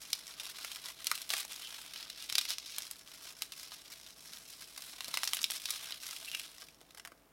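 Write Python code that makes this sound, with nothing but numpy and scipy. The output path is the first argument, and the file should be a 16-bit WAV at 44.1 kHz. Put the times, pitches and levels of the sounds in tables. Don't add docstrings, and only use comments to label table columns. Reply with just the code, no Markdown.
import sys
import numpy as np
from scipy import signal
from scipy.fft import rfft, irfft, next_fast_len
from scipy.io import wavfile
from scipy.ndimage import uniform_filter1d

SR = 44100
rng = np.random.default_rng(int(sys.argv[2]) if len(sys.argv) > 2 else 0)


def dump_mix(stems):
    frames = np.atleast_2d(stems).T
    limited = np.clip(frames, -1, 1)
    pcm = np.round(limited * 32767).astype(np.int16)
    wavfile.write(sys.argv[1], SR, pcm)


N = 322812
TIME = np.arange(N) / SR

# (frequency [Hz], density [dB])
CAKE_SPECTRUM = [(180, -46), (300, -24.5), (543, -17), (663, -12.5), (756, -12), (1240, -6), (1640, -8.5),
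                 (1810, -6), (2070, -4), (4070, -0.5), (5300, -2.5), (7500, -4.5), (11100, -5.5),
                 (15500, -13)]


def from_db(db):
    return 10 ** (np.asarray(db) / 20)


def unit_rms(x):
    return x / np.sqrt(np.mean(x ** 2) + 1e-20)


def unit_energy(x):
    return x / np.sqrt(np.sum(x ** 2) + 1e-20)


def per_sample(rows):
    times_s, *columns = np.transpose(rows)
    return [np.interp(TIME, times_s, column) for column in columns]


def db_at(spectrum, hz):
    known_hz, level_db = np.transpose(spectrum)
    return np.interp(np.log(hz), np.log(known_hz), level_db)


def add(out, start_s, x):
    i = max(0, int(start_s * SR))
    out[i:i + len(x)] += x[:max(0, N - i)]


def bump(hz, centre_hz, width_hz):
    return 1 / (1 + (2 * (hz - centre_hz) / width_hz) ** 2)


def colour(x, gain_db, size=2048):
    hz = np.maximum(np.arange(size // 2 + 1) * SR / size, 1)
    cepstrum = irfft(np.log(from_db(gain_db(hz))))
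    cepstrum[1:size // 2] *= 2
    cepstrum[size // 2 + 1:] = 0
    response = irfft(np.exp(rfft(cepstrum)))
    count = next_fast_len(len(x) + size, True)
    return irfft(rfft(x, count) * rfft(response, count), count)[:len(x)]


def piece_db(hz, ring_hz, ring_db, body_db, crisp_db):
    ring = ring_db * bump(hz, ring_hz, 0.51 * ring_hz)
    low_shelf = body_db / (1 + (hz / 1900) ** 6)
    high_shelf = crisp_db / (1 + (6800 / hz) ** 8)
    return db_at(CAKE_SPECTRUM, hz) + ring + low_shelf + high_shelf


def grains(per_s, spread_db, count):
    sizes = from_db(spread_db * np.minimum(rng.exponential(1, count), 4))
    return sizes * rng.choice([-1, 1], count) * (rng.random(count) < per_s / SR)


def background(noise_db=-67, side_db=-16.5):
    # (frequency [Hz], density [dB])
    mid_spectrum = [(25, -23), (50, -6.5), (80, -3.5), (160, -2), (300, -2), (480, -3), (680, -6),
                    (1100, -7.5), (2000, -12), (5000, -21.5), (9000, -20), (16000, -18)]
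    # (frequency [Hz], density [dB])
    side_spectrum = [(18, -38), (30, -6), (123, 7), (479, 4.5), (808, 2), (1510, -15.5), (3880, -22),
                     (4660, -21.5), (15500, -3)]
    # (frequency [Hz], rms [dB])
    hum_lines = [(48.6, -80), (57.5, -85), (157, -81.5), (290.5, -80.5), (656.5, -78.5)]
    mid = unit_rms(colour(rng.standard_normal(N), lambda hz: db_at(mid_spectrum, hz), size=8192))
    side = unit_rms(colour(rng.standard_normal(N), lambda hz: db_at(side_spectrum, hz), size=8192))
    hum = sum(from_db(db) * np.sqrt(2) * np.sin(2 * np.pi * (hz * TIME + rng.random()))
              for hz, db in hum_lines)
    return hum + from_db(noise_db) * (mid + from_db(side_db) * side * np.array([[1], [-1]]))


def friction_db(attack_s=0.0097, swell_db=1, release_s=0.01, ease_db=-7.5):
    # (time [s], level [dB])
    hold = [(0.0, -48.5), (0.39, -54), (0.55, -50), (1.1, -48), (1.26, -45.5), (1.36, -46.5), (2.06, -50.5),
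            (2.47, -48), (2.71, -49), (2.89, -52), (3.16, -52.5), (3.59, -51.5), (4.03, -53), (4.85, -51.5),
            (5.32, -44.5), (6.32, -47), (6.67, -58.5), (7.32, -78.5)]
    # (start [s], length [s], level [dB])
    rubs = [(0, 0.041, -50.5), (0.088, 0.11, -51), (0.264, 0.072, -48.5), (0.373, 0.14, -46),
            (0.539, 0.14, -47), (0.694, 0.074, -48), (0.834, 0.072, -45.5), (1.051, 0.11, -46),
            (1.295, 0.12, -37), (1.502, 0.029, -42.5), (1.583, 0.24, -50.5), (1.954, 0.088, -47),
            (2.17, 0.076, -48.5), (2.286, 0.17, -45.5), (2.474, 0.059, -39), (2.651, 0.22, -48.5),
            (3.112, 0.044, -54), (3.216, 0.097, -49.5), (3.42, 0.023, -48), (3.556, .1, -48.5),
            (3.716, 0.03, -48.5), (3.905, 0.025, -46), (4.243, 0.12, -52.5), (4.476, 0.06, -51.5),
            (4.603, 0.028, -46.5), (4.754, 0.19, -51), (5.038, 0.26, -49.5), (5.535, 0.031, -40.5),
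            (5.67, 0.1, -42.5), (5.804, 0.092, -49), (6.015, 0.12, -46.5), (6.22, 0.073, -52.5),
            (6.345, .12, -49.5), (6.578, 0.071, -58)]
    # (centre [s], length [s])
    pauses = [(0.328, 0.017), (.535, 0.039), (0.949, .09), (1.265, 0.069), (1.468, 0.05), (1.535, 0.021),
              (2.576, 0.049), (3.041, .1), (3.347, 0.048), (3.51, 0.16), (3.834, 0.033), (4.148, 0.058),
              (5.485, 0.045), (5.594, 0.021), (5.992, 0.055), (6.308, 0.037), (6.792, 0.23)]
    power = from_db(per_sample(hold)[0] - 1.5) ** 2
    for start_s, length_s, level_db in rubs:
        t = TIME[:int((length_s + 10 * release_s) * SR)]
        press_db = swell_db * (np.minimum(t / length_s, 1) - 0.5)
        envelope = np.minimum(t / attack_s, 1) * np.exp(-np.maximum(t - length_s, 0) / release_s)
        add(power, start_s, (from_db(level_db - 0.16 + press_db) * envelope) ** 2)
    easing = np.zeros(N)
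    for centre_s, length_s in pauses:
        add(easing, centre_s - length_s / 2, signal.get_window("hann", int(length_s * SR)))
    return 10 * np.log10(power) + ease_db * easing


def grinding(level_db, crumb_s=0.0017, size=1024):
    # (time [s], ring [Hz], body [dB], crisp [dB])
    grips = [(0.05, 5150, -1, 0.5), (0.45, 4060, 1, -1.5), (1.36, 3900, -1, 1), (1.8, 3150, 1, 0),
             (2.05, 4240, -1, -4), (2.25, 3730, -7.5, -2.5), (2.63, 5200, -7, -5), (2.95, 5300, 2.5, 1),
             (3.3, 5300, 0.5, 0.5), (3.7, 4400, -1.5, 0), (4.35, 5600, 1, 1), (4.85, 3960, -1, 3),
             (5.09, 3900, 4, 0.5), (5.45, 5140, -6, 1.5), (5.85, 3200, 0.5, -1.5), (6.1, 4640, 0, 1),
             (6.33, 2750, -5, 2), (6.6, 4750, -1, -0.5)]
    per_s = 380 * from_db(0.29 * (level_db + 51))
    bursts = grains(per_s, spread_db=3.5, count=N) ** 2 / per_s
    crumb_power = signal.lfilter([1], [1, -np.exp(-1 / (crumb_s * SR))], bursts + 1e-18)
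    roughness = np.sqrt(crumb_power / crumb_power.mean() + 0.17)
    rasp = roughness * grains(per_s=22000, spread_db=1.7, count=N)
    local_rms = np.sqrt(uniform_filter1d(rasp ** 2, size=1200) + 1e-9)
    rasp = rasp / local_rms * from_db(level_db - 1.64)
    out, window, grip = np.zeros(N), signal.get_window("hann", size), per_sample(grips)
    for i in range(0, N - size, size // 2):
        ring_hz, body_db, crisp_db = (curve[i] for curve in grip)
        ring_hz *= 2 ** rng.normal(0, 0.15)
        body_db += rng.normal(0, 3.6)
        crisp_db += rng.normal(0, 2.0)
        frame = np.pad(rasp[i:i + size] * window, (0, size // 2))
        shaped = colour(frame, lambda hz: piece_db(hz, ring_hz, 3.9, body_db, crisp_db), size=512)
        add(out, i / SR, unit_energy(shaped) * np.sqrt(np.sum(frame ** 2)))
    return out


def cracks(fractures, ring_db=8.1, size=1024):
    out, t = np.zeros(N), TIME[:size]
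    for start_s, level_db, ring_hz, body_db, crisp_db, run_s in fractures:
        progress = t / max(run_s, 2e-4)
        onset = 1 - np.exp(-6 * progress - 0.6)
        stray_cells = 0.16 * np.exp(-t / 0.0032)
        envelope = onset * (np.exp(-progress) + stray_cells)
        avalanche = grains(per_s=22000, spread_db=3.5, count=size) * envelope
        power = np.abs(rfft(avalanche, 2048)) ** 2
        trend_db = 10 * np.log10(uniform_filter1d(power, size=70) + 1e-12)
        crack = colour(avalanche,
                       lambda hz: piece_db(hz, ring_hz, ring_db, body_db - 0.5, crisp_db + 0.5) - trend_db)
        add(out, start_s - 0.0002, from_db(level_db + 26) * unit_energy(crack))
    return out


def snaps():
    # (time [s], level [dB], ring [Hz], body [dB], crisp [dB], run time [s])
    fractures = [(0.1308, -28, 4570, -6, -0.5, 0.0014), (0.3987, -39.5, 3480, -2, -3, 0.0039),
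                 (0.6471, -40, 2220, 8, 2.5, 0.0012), (0.716, -41, 3380, -4, 1, 0.005),
                 (1.0448, -41.5, 3300, -1, 9, 0.00059), (1.069, -29, 4550, -6.5, 4.5, 0.0023),
                 (1.1148, -28, 1580, 6.5, 0.5, 0.00099), (1.1522, -41, 3000, -14, 3, 0.0032),
                 (1.217, -42, 4670, -4, 8, .0034), (1.2923, -41, 4300, -7, 8, .0017),
                 (1.3032, -32, 3750, -2, -2, 0.002), (1.3366, -31, 2240, 4.5, -2, 0.0022),
                 (1.45, -44.5, 6100, 13.5, 6, 0.0013), (1.745, -46, 3200, 3, -2, 0.0033),
                 (1.959, -42.5, 3120, 0, -10, 0.0037), (2.299, -37, 3100, -2, -1.5, 0.00078),
                 (2.3253, -35.5, 5400, 2, 1, 0.00088), (2.3533, -27, 4700, -5.5, -3.5, 0.0017),
                 (2.3819, -25, 4540, 0, 0.5, 0.0017), (2.389, -31.5, 3680, -8, -2, .001),
                 (2.412, -35.5, 4450, -2, 0, 0.0025), (2.4527, -40, 2600, -3, -5, 0.0011),
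                 (2.495, -41, 5100, 1, 9, .002), (2.5048, -33, 4700, -1.5, 3, 0.001),
                 (2.5837, -38.5, 5100, -2, -2.5, 0.00054), (2.7834, -33.5, 3750, 4.5, 10.5, 0.0018),
                 (2.912, -39, 4750, 5, 14, 0.00076), (3.4214, -33, 3920, -1.5, 3.5, 0.00032),
                 (3.5206, -42.5, 4040, 1, 1, .005), (3.719, -46.5, 4000, 11, -2, 0.0025),
                 (4.7764, -42.5, 4800, 7.5, 5, 0.0038), (5.007, -38.5, 3580, 4.5, -2, 0.00072),
                 (5.0448, -41, 4270, -2, 1, 0.00074), (5.141, -33, 4140, 10, 2.5, 0.0026),
                 (5.1727, -30.5, 2280, 3, -3, .0015), (5.2335, -32.5, 1560, 2.5, -4, 0.001),
                 (5.2405, -36.5, 5300, -19, 7, .0012), (5.251, -39, 4080, -5, 8, 0.0046),
                 (5.2751, -31.5, 5260, 0.5, -2, 0.0023), (5.2902, -43.5, 5000, 1, 1, 0.001),
                 (5.3339, -29.5, 3080, 2.5, 3, 0.00054), (5.346, -35, 3080, -5, 11, .004),
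                 (5.3692, -36.5, 3130, 2, 1, 0.0013), (5.39, -40, 4000, 4.5, -19, .003),
                 (5.4165, -38.5, 6200, 0, 3, 0.00099), (5.43, -37, 6000, -4, 6, .0015),
                 (5.4421, -27, 3430, -12, -6, 0.00054), (5.5018, -38, 3230, 4, -3, 0.00085),
                 (5.508, -36, 5740, -5, 11, 0.00088), (5.5176, -37, 3400, 2.5, 5, .0023),
                 (5.6557, -34, 4270, -3, 0, 0.0017), (5.685, -50, 4800, -10, -6, 0.0023),
                 (5.7052, -31.5, 4860, -3, 7, 0.0031), (5.922, -38, 3800, -11, -12, .002),
                 (6.066, -41.5, 5400, -9, 3, .0024), (6.163, -42.5, 2560, -16, -2, 0.0038),
                 (6.3157, -42, 3000, -7, -2, .0009), (6.3479, -35.5, 2700, -2.5, -4.5, 0.0019),
                 (6.3962, -40, 2700, -7, 1, .0024)]
    return cracks(fractures)


def chips(grind_db, per_s=8, spread_db=4, limit_db=-43, count=256):
    times_s = np.cumsum(rng.exponential(1, count)) / per_s
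    levels_db = np.minimum(np.interp(times_s, TIME, grind_db) + rng.normal(1, spread_db, count), limit_db)
    pitch, body, crisp, run = rng.standard_normal((count, 4)).T
    ring_hz = 4300 * 2 ** (0.32 * pitch)
    body_db, crisp_db = -3.5 + 1.5 * body, 0.5 + 1.5 * crisp
    run_s = 0.00083 * 2 ** run
    fractures = np.column_stack([times_s, levels_db, ring_hz, body_db, crisp_db, run_s])
    return cracks(fractures[times_s < TIME[-1]])


def squeaks():
    # (start [s], rms [dB], pitch [Hz], length [s])
    bouts = [(1.6, -53.5, 3150, 0.11), (6.27, -46.5, 2750, 0.021), (6.319, -46.5, 2850, 0.042),
             (6.35, -59, 2800, 0.041)]
    out = np.zeros(N)
    for start_s, level_db, pitch_hz, length_s in bouts:
        count = int(length_s * SR)
        slips = grains(per_s=6300, spread_db=5.5, count=count)
        tone = signal.lfilter(*signal.iirpeak(pitch_hz, Q=16, fs=SR), slips)
        add(out, start_s, from_db(level_db) * unit_rms(tone * signal.get_window("hann", count)))
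    return out


def arms(band_hz=(140, 280)):
    # (start [s], rms at crest [dB], length [s])
    shifts = [(4.048, -73, 0.58), (4.982, -69, 0.24), (5.305, -71, 0.28)]
    band = signal.butter(2, band_hz, "band", fs=SR, output="sos")
    rustle = unit_rms(signal.sosfilt(band, rng.standard_normal(N)))
    envelope = np.zeros(N)
    for start_s, level_db, length_s in shifts:
        add(envelope, start_s, from_db(level_db) * signal.get_window("hann", int(length_s * SR)))
    return envelope * rustle


def drops(contact_s=0.0027, knock_s=0.0033, size=8192):
    # (time [s], level [dB], knock [Hz], tick trim [dB])
    landings = [(5.08, -32, 566, -7), (6.581, -37.5, 4840, -16), (6.619, -35, 5330, -17),
                (6.625, -38.5, 1230, -15), (6.812, -38, 790, -15.5), (6.906, -47, 4100, -8),
                (6.946, -39.5, 1400, -10.5), (6.973, -50.5, 1610, 2), (6.98, -40.5, 1900, -8),
                (6.996, -35, 2880, -12), (7.049, -29, 2060, -15), (7.056, -38, 1880, -12),
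                (7.073, -37, 2020, -9), (7.118, -36, 1150, -20.5)]
    # (frequency [Hz], level [dB], t60 [s])
    modes = [(693, -4, 0.17), (1093, -4, 0.11), (1410, -9, 0.059), (1990, 6, 0.034), (2210, 6, 0.016),
             (3030, 7, 0.026), (4200, -17, 0.023)]
    out, t = np.zeros(N), TIME[:size]
    for start_s, level_db, knock_hz, tick_db in landings:
        strengths = from_db(rng.normal(0, 1.4, len(modes))) * rng.choice([-1, 1], len(modes))
        bowl = sum(gain * from_db(db - 60 * t / t60_s) * np.sin(2 * np.pi * hz * t)
                   for gain, (hz, db, t60_s) in zip(strengths, modes))
        contact = rng.standard_normal(size) * np.exp(-t / contact_s)
        pat_band = signal.butter(2, [0.3 * knock_hz, 1.68 * knock_hz], "band", fs=SR, output="sos")
        pat = signal.sosfilt(pat_band, contact)
        knock = np.sin(2 * np.pi * knock_hz * t) * np.exp(-t / knock_s)
        tick = colour(contact, lambda hz: db_at(CAKE_SPECTRUM, hz))
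        parts = [(bowl, -1), (pat, 5), (knock, 1.5), (tick, tick_db + 22.5)]
        add(out, start_s + 0.001246, sum(from_db(level_db + db) * unit_energy(x) for x, db in parts))
    return out


def kitchen(x, near_db=-8.5, near_s=0.0065, room_db=-15, t60_s=0.36, size=9000, block=1800):
    # (centre [Hz], width [Hz], gain [dB])
    hollows = [(665, 42, 4.5), (1260, 53, 1.5), (1664, 300, 5.5), (1772, 156, -5.5), (4440, 430, -2.5),
               (5450, 530, 3), (7060, 1600, -2)]
    t, wet = TIME[:size], np.zeros(N)
    near = unit_energy(np.exp(-t / near_s) * (t > 0.002))
    tail = unit_energy(from_db(-60 * t / t60_s) * (t > 0.006))
    decay = np.hypot(from_db(near_db) * near, from_db(room_db) * tail)
    for i in range(0, N, block):
        echoes = rfft(decay * rng.standard_normal(size), size + block)
        add(wet, i / SR, irfft(rfft(x[i:i + block], size + block) * echoes))
    wet = signal.sosfilt(signal.butter(1, 11000, fs=SR, output="sos"), wet)
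    return colour(x + wet, lambda hz: sum(db * bump(hz, centre, width) for centre, width, db in hollows))


def scene():
    grind_db = friction_db()
    cake = snaps() + chips(grind_db) + grinding(grind_db) + squeaks() + drops()
    return kitchen(cake) + arms() + background()


def record(dry):
    return signal.sosfilt(signal.ellip(10, 0.1, 80, 16000, fs=SR, output="sos"), dry)


dry = scene()
out = record(dry)
dump_mix(out)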